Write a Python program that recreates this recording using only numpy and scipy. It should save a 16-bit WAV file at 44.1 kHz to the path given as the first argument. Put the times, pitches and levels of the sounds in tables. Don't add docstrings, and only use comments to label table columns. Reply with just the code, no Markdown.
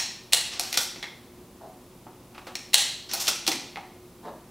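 import sys
import numpy as np
from scipy import signal
from scipy.fft import rfft, irfft, next_fast_len
from scipy.io import wavfile
from scipy.ndimage import uniform_filter1d, minimum_filter1d

SR = 44100
rng = np.random.default_rng(int(sys.argv[2]) if len(sys.argv) > 2 else 0)


def materialize(psi):
    bounded = np.clip(np.atleast_2d(psi).T, -1, 1)
    quanta = np.round(bounded * 32767).astype(np.int16)
    wavfile.write(sys.argv[1], SR, quanta)


N = 198846
LEAD = SR // 10
TOTAL = N + LEAD

# freq_hz, gain_db
VENT_COLOUR = [(15, -38.5), (25, -14), (110, -11), (145, -9.5), (235, -7), (325, -12), (362, -3.5),
               (393, -15), (515, -15), (772, -19.5), (1010, -19.5), (1600, -29), (2210, -29), (3060, -30),
               (15900, -35)]
HISS_COLOUR = [(18, -29), (30, 7), (59, -1.5), (292, -7), (379, -13.5), (432, -2.5), (852, -11.5),
               (11900, -8.5), (15500, -4.5)]
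# pitch_hz, level_db
VENT_TONES = [(59, -70.5), (119, -64.5), (241, -66), (360.5, -60), (10056, -74.5), (15283, -75)]
# freq_hz, t60_s
ROOM_DECAY = [(150, 0.23), (600, 0.44), (1700, 0.61), (4200, 0.68), (8000, 0.49), (14000, 0.41)]
# freq_hz, gain_db
TAIL_COLOUR = [(150, 3), (600, 3), (1700, -1), (3300, -2), (4200, -4.5), (5600, -2), (8000, 0), (14000, -8)]
# delay_s, gain_db
ROOM_ECHOES = [(.0058, -9.5), (0.0124, -11), (0.018, -20.5), (0.0383, -16), (0.049, -23), (0.0774, -20)]

# start_s, length_s, level_db, hollow_share
HAND_RUBS = [(1.606, 0.062, -44, 0.92), (4.227, 0.024, -46.5, 0), (4.246, 0.047, -39, 0.11)]
# start_s, length_s, level_db, bright_share
SHELL_SCRAPES = [(.515, 0.065, -39, 0), (.595, 0.13, -36, 0.45), (0.803, .035, -33, 1),
                 (3.089, 0.06, -40, .1), (3.121, 0.071, -35.5, 0.2), (3.197, 0.03, -28.5, 0.68),
                 (3.238, 0.029, -34, 0.5)]

# start_s, level_db (over 10 ms), chatter_t60_s, tilt_db_per_oct, contact_hz, boost_db
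HAND_KNOCKS = [(2.066, -43, 0.086, -6, 860, 6.2), (2.3457, -45.5, 0.1, 1, 2590, 6.4),
               (2.3791, -41.5, 0.036, 0.5, 2600, 6.5), (2.4684, -37.5, 0.11, 2.5, 510, 16),
               (3.770, -35, 0.035, -0.5, 800, 11.6), (4.348, -52, 0.041, -15, 454, 4)]
GUN_THUDS = [(3.479, -27.5, 0.052, 0.5, 335, 10.3), (3.546, -39, 0.051, -1, 270, 33)]
LIFTER_SHUTS = [(1.0270, -32, 0.039, 1.6, 3400, 4.3), (1.040, -38, 0.013, 0.5, 940, 7.5),
                (3.7583, -37.5, 0.0067, -2.9, 2630, 11)]
PORT_TAPS = [(-.02, -17.5, 0.071, 0.52, 6640, 3.4), (2.5537, -30, 0.014, 0.98, 2290, 6.8),
             (3.1134, -33.5, 0.018, 0.15, 6050, 10)]
LATCH_TRIPS = [(.5955, -24, 0.0098, 0.81, 11900, 5), (.6020, -35.5, 0.012, 0.075, 11700, 7.1),
               (3.1345, -24.5, 0.086, -0.44, 14200, 27.5)]
LIFTER_SLAPS = [(0.333, -12, 0.0056, 0.2, 9700, 5.5), (2.7424, -7.5, 0.0063, 0.3, 4020, 1.5)]
# blow columns, touch_lead_s
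TUBE_SNAPS = [(0.7734, -18, .03, 0.82, 1375, 10.6, 0.001444), (3.2790, -18, 0.082, 0.5, 1350, 11.3, 0.0088),
              (3.4771, -19.5, 0.034, .43, 4300, 4.5, .0117)]
# start_s, level_db (over 10 ms), chatter_t60_s, tilt_db_per_oct
TUBE_CATCHES = [(.536, -41.5, .02, -1), (0.7274, -28, .025, 1), (.741, -28, 0.06, -0.5),
                (0.9586, -42.5, 0.057, -5.5), (3.5152, -26.5, 0.072, -1.2)]
# chatter_t60_s, tilt_db_per_oct, contact_hz, boost_db
SNAP_TOUCH = (0.04, -0.6, 3300, 8)
SLAP_TOUCH = (0.17, -0.8, 2603.5, 10)
REBOUND = (0.027, 0.51, 6500, 8.2)

# freq_hz, gain_db
SKIN_COLOUR = [(120, -27.5), (200, -8), (450, -3.5), (600, 0), (750, -8), (1000, -0.5), (1200, -10),
               (1700, -14.5), (2600, -30), (3600, -23), (9000, -44)]
GRIT_COLOUR = [(200, -21), (600, -13.5), (1000, -11.5), (1700, -12.5), (2600, -6.5), (4000, 2), (5900, 6),
               (7000, 2.5), (9000, -2.5), (12500, 2), (16000, -12)]
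HULL_COLOUR = [(500, 8), (2000, 10.5), (6000, -4.5), (9000, -11), (15000, -42)]
RECEIVER_COLOUR = [(100, -9), (250, -11.5), (500, -5.5), (900, 2.5), (1500, -4), (2600, -8), (4200, -9.5),
                   (7000, -21), (15000, -30)]
GUN_COLOUR = [(60, -36), (130, -14), (220, -3), (320, 2.5), (420, -8.5), (600, -14), (1000, -2.5),
              (2000, -6.5), (6000, -22.5)]
SHUT_COLOUR = [(88, -22), (150, -12), (588, -6.5), (757, -2.5), (1390, -6.5), (2050, 1), (2850, -8.5),
               (3470, -6.5), (4210, -7.5), (5430, -12.5), (15900, -35)]
PORT_COLOUR = [(88, -45.5), (150, -16), (340, -19.5), (493, -23), (743, -6), (1330, -14), (1820, -10),
               (3540, -4.5), (4130, -5.5), (4740, -5.5), (5540, -2), (15900, -26)]
TRIP_COLOUR = [(88, -53.5), (150, -44), (347, -5), (414, -16), (757, 2.5), (1210, -11), (1310, -0.5),
               (1790, -8.5), (5430, 1), (10100, -2.5), (11200, -3.5), (15900, -20.5)]
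MAGAZINE_COLOUR = [(88, -46), (150, -6), (321, -12), (465, -3.5), (743, -7.5), (1060, -9.5), (1310, -7),
                   (1720, -2), (3540, 3), (4650, 4.5), (5760, 2), (12100, -8), (15900, -12)]
LIFTER_BOLT_COLOUR = [(88, -70), (150, -42), (414, -19), (503, -10), (903, -12), (1390, -11), (1970, -3),
                      (2590, -5.5), (2910, -7), (3820, 5), (4930, 0.5), (7720, -1), (15900, -19)]

# centre_hz, width_hz, height_db
HOLLOW_MODES = [(750, 38, 21.5)]
RECEIVER_MODES = [(324, 25, 14), (746, 20, 10), (1280, 140, 6), (2300, 720, 2.6)]
GUN_MODES = [(757, 110, 14.7)]
SHUT_MODES = [(840, 87, 2.3), (1910, 300, 3.7), (2150, 100, 7.2), (3390, 270, 6.9), (4040, 230, 7.6),
              (5530, 370, 6.9)]
PORT_MODES = [(1825, 126, 9), (2450, 340, 6), (4180, 310, 10), (5490, 160, 9), (6700, 64, 5),
              (8550, 170, 4.5), (9450, 240, 3), (15100, 600, 9.5), (4780, 310, -1.5)]
TRIP_MODES = [(780, 480, 6), (2450, 180, 10.5), (4280, 210, 12), (5550, 300, 8), (11100, 140, 15.5),
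              (15350, 200, 16), (13200, 1200, -7.5), (10300, 760, -6)]
MAGAZINE_MODES = [(826, 320, 6.5), (1468, 14, 9), (2436, 53, 8), (2660, 46, 6.5), (3450, 86, 5),
                  (4043, 74, 6.5), (5360, 210, 6), (5850, 150, 6), (6470, 120, 4), (8130, 110, 4),
                  (9840, 100, 7), (11600, 200, 6), (13400, 360, 6), (1660, 180, -5), (4450, 180, 2.5)]
LIFTER_BOLT_MODES = [(850, 280, 5.5), (1910, 380, 3), (2863, 144, 12), (3250, 260, 5), (3790, 134, 2),
                     (4100, 160, 3.5), (4250, 260, 5.5), (4490, 94, 1), (5600, 100, 1), (7640, 190, 3),
                     (8200, 210, 4), (10700, 760, 9), (12850, 380, 8.5), (15400, 600, 9.5), (4950, 170, -3),
                     (11550, 340, -4), (14000, 800, 1.5)]


def amp(db):
    return 10 ** (np.asarray(db) / 20)


def unit(x):
    return x / np.sqrt(np.mean(x ** 2) + 1e-20)


def read(points, hz):
    freq_hz, value = np.transpose(points)
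    return np.interp(np.log(hz + 1), np.log(freq_hz + 1), value)


def add(mix, start_s, sound):
    part = mix[max(0, round(start_s * SR) + LEAD):][:len(sound)]
    part += sound[:len(part)]


def shaped(x, colour):
    size = next_fast_len(len(x))
    gain = amp(read(colour, np.fft.rfftfreq(size, 1 / SR)))
    return irfft(rfft(x, size) * gain, size)[:len(x)]


def body(colour, modes, tilt_db_per_oct=0, size=4096):
    hz = abs(np.fft.fftfreq(size, 1 / SR))
    db = np.maximum(read(colour, hz), -60) + tilt_db_per_oct * np.log2(np.maximum(hz, 300) / 3000)
    for centre_hz, width_hz, height_db in modes:
        bell = 1 / (1 + (2 * (hz - centre_hz) / width_hz) ** 2)
        db += np.sign(height_db) * 10 * np.log10(1 + (amp(abs(height_db)) ** 2 - 1) * bell)
    log_spectrum = np.conj(signal.hilbert(np.log(amp(db))))
    return np.fft.ifft(np.exp(log_spectrum)).real[:size // 2]


def chatter(t60_s, rise_s=0.00035, size=8192, whitening_passes=6):
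    t = np.arange(size) / SR
    force = rng.standard_normal(size) * (1 - np.exp(-t / rise_s)) * amp(-60 * t / t60_s)
    for _ in range(whitening_passes):
        phase = np.angle(rfft(force))
        force = irfft(np.exp(1j * phase)) * (t < t60_s)
    return force


def blows(rows, colour, modes, contact_q=7.8, max_width_hz=330, level_window_s=0.01):
    out = np.zeros(TOTAL)
    for start_s, level_db, t60_s, tilt_db_per_oct, contact_hz, boost_db in rows:
        contact = (contact_hz, min(contact_hz / contact_q, max_width_hz), boost_db)
        click = signal.fftconvolve(chatter(t60_s), body(colour, [*modes, contact], tilt_db_per_oct))
        click *= np.sqrt(SR * level_window_s) / np.linalg.norm(click)
        add(out, start_s, amp(level_db) * click)
    return out


def friction(size, slips_per_s, spread_db):
    strength = amp(spread_db * np.minimum(rng.exponential(1, size), 4))
    return strength * rng.standard_normal(size) * (rng.random(size) < slips_per_s / SR)


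def stroke(length_s, attack_s, release_s, sag_db_per_s):
    t = np.arange(0, length_s + release_s, 1 / SR)
    grip = np.minimum(t / attack_s, 1)
    release = np.clip(1 - (t - length_s) / release_s, 0, 1)
    return grip * amp(-sag_db_per_s * t) * release


def hiss(level_db=-63):
    return amp(level_db) * unit(shaped(rng.standard_normal(N), HISS_COLOUR))


def ventilation(air_db=-50.5, waver_rad=0.56):
    t = np.arange(N) / SR
    out = amp(air_db) * unit(shaped(rng.standard_normal(N), VENT_COLOUR))
    knots_s = np.linspace(0, t[-1], 40)
    for pitch_hz, level_db in VENT_TONES:
        drift = np.interp(t, knots_s, np.cumsum(rng.standard_normal(len(knots_s))))
        out += amp(level_db) * np.sqrt(2) * np.sin(2 * np.pi * pitch_hz * t + waver_rad * drift)
    return out


def room_response(tail_db=-1.5, build_s=0.0019, hold_s=0.012):
    t = np.arange(SR) / SR
    reflections = rng.standard_normal(SR) * (1 - np.exp(-(t / build_s) ** 2))
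    hz, frame_s, spectra = signal.stft(reflections, SR, nperseg=256)
    fade_db = -60 * np.maximum(frame_s - hold_s, 0) / read(ROOM_DECAY, hz)[:, None]
    tail = signal.istft(spectra * amp(fade_db), SR, nperseg=256)[1][:SR]
    response = amp(tail_db) * shaped(tail / np.linalg.norm(tail), TAIL_COLOUR)
    for delay_s, gain_db in ROOM_ECHOES:
        scatter = chatter(t60_s=0.0092)
        response[round(delay_s * SR):][:len(scatter)] += amp(gain_db) * scatter
    return response


def classroom(x, count=10):
    place = np.linspace(0, count - 1, TOTAL)
    weights = (np.sqrt(np.maximum(1 - abs(place - k), 0)) for k in range(count))
    return sum(signal.fftconvolve(x * weight, room_response())[:TOTAL] for weight in weights)


def rubs():
    out = np.zeros(TOTAL)
    for start_s, length_s, level_db, hollow_share in HAND_RUBS:
        pressure = stroke(length_s, attack_s=0.0092, release_s=0.021, sag_db_per_s=73)
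        slips = friction(len(pressure), slips_per_s=9000, spread_db=-2.0)
        ring = unit(signal.fftconvolve(slips, body(SKIN_COLOUR, HOLLOW_MODES))[:len(pressure)])
        rustle = unit(shaped(slips, SKIN_COLOUR))
        rub = hollow_share * ring + (1 - hollow_share) * rustle
        add(out, start_s, amp(level_db) * pressure * rub)
    return out


def knocks():
    return blows(HAND_KNOCKS, RECEIVER_COLOUR, RECEIVER_MODES)


def thuds():
    return blows(GUN_THUDS, GUN_COLOUR, GUN_MODES)


def scrapes():
    out = np.zeros(TOTAL)
    for start_s, length_s, level_db, bright_share in SHELL_SCRAPES:
        pressure = stroke(length_s, attack_s=0.003, release_s=0.0092, sag_db_per_s=70)
        slips = friction(len(pressure), slips_per_s=13000, spread_db=1.5)
        rim = unit(shaped(slips, GRIT_COLOUR))
        hull = unit(shaped(rim, HULL_COLOUR))
        scrape = bright_share * rim + (1 - bright_share) * hull
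        add(out, start_s, amp(level_db) * pressure * scrape)
    return out


def shuts():
    return blows(LIFTER_SHUTS, SHUT_COLOUR, SHUT_MODES)


def taps():
    return blows(PORT_TAPS, PORT_COLOUR, PORT_MODES)


def trips():
    return blows(LATCH_TRIPS, TRIP_COLOUR, TRIP_MODES)


def snaps(touch_db=-27, catch_hz=2050, catch_boost_db=9.7):
    hits = [row[:-1] for row in TUBE_SNAPS]
    touches = [(start_s - lead_s, touch_db, *SNAP_TOUCH) for start_s, *_, lead_s in TUBE_SNAPS]
    catches = [(*row, catch_hz, catch_boost_db) for row in TUBE_CATCHES]
    return blows(hits + touches + catches, MAGAZINE_COLOUR, MAGAZINE_MODES)


def slaps(touch_lead_s=0.0101, touch_db=-22, rebound_delay_s=0.0045, rebound_gain_db=-15.5):
    touches = [(start_s - touch_lead_s, touch_db, *SLAP_TOUCH) for start_s, *_ in LIFTER_SLAPS]
    rebounds = [(start_s + rebound_delay_s, level_db + rebound_gain_db, *REBOUND)
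                for start_s, level_db, *_ in LIFTER_SLAPS]
    return blows(LIFTER_SLAPS + touches + rebounds, LIFTER_BOLT_COLOUR, LIFTER_BOLT_MODES)


def scene():
    gun = slaps() + taps() + trips() + snaps() + shuts() + knocks() + thuds() + scrapes() + rubs()
    mid = (gun + classroom(gun))[LEAD:] + ventilation()
    side = hiss()
    return np.array([mid + side, mid - side])


def record(dry, limit_db=1, hold_s=0.022, recovery_db_per_s=190, smooth_samples=65, cutoff_hz=15850):
    peak_db = 20 * np.log10(abs(dry).max(0) + 1e-9)
    over_db = np.maximum(peak_db - limit_db, 0)
    half_hold = round(hold_s * SR / 2)
    held_db = -minimum_filter1d(-over_db, 2 * half_hold + 1, origin=half_hold)
    recovery_db = np.arange(N) * recovery_db_per_s / SR
    gain_db = recovery_db - np.maximum.accumulate(held_db + recovery_db)
    gain_db = uniform_filter1d(minimum_filter1d(gain_db, smooth_samples), smooth_samples)
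    limited = np.clip(dry * amp(gain_db), -1, 1)
    lowpass = signal.firwin(511, cutoff_hz, window=("kaiser", 9), fs=SR)
    return signal.oaconvolve(limited, lowpass[None], "same")


dry = scene()
out = record(dry)
materialize(out)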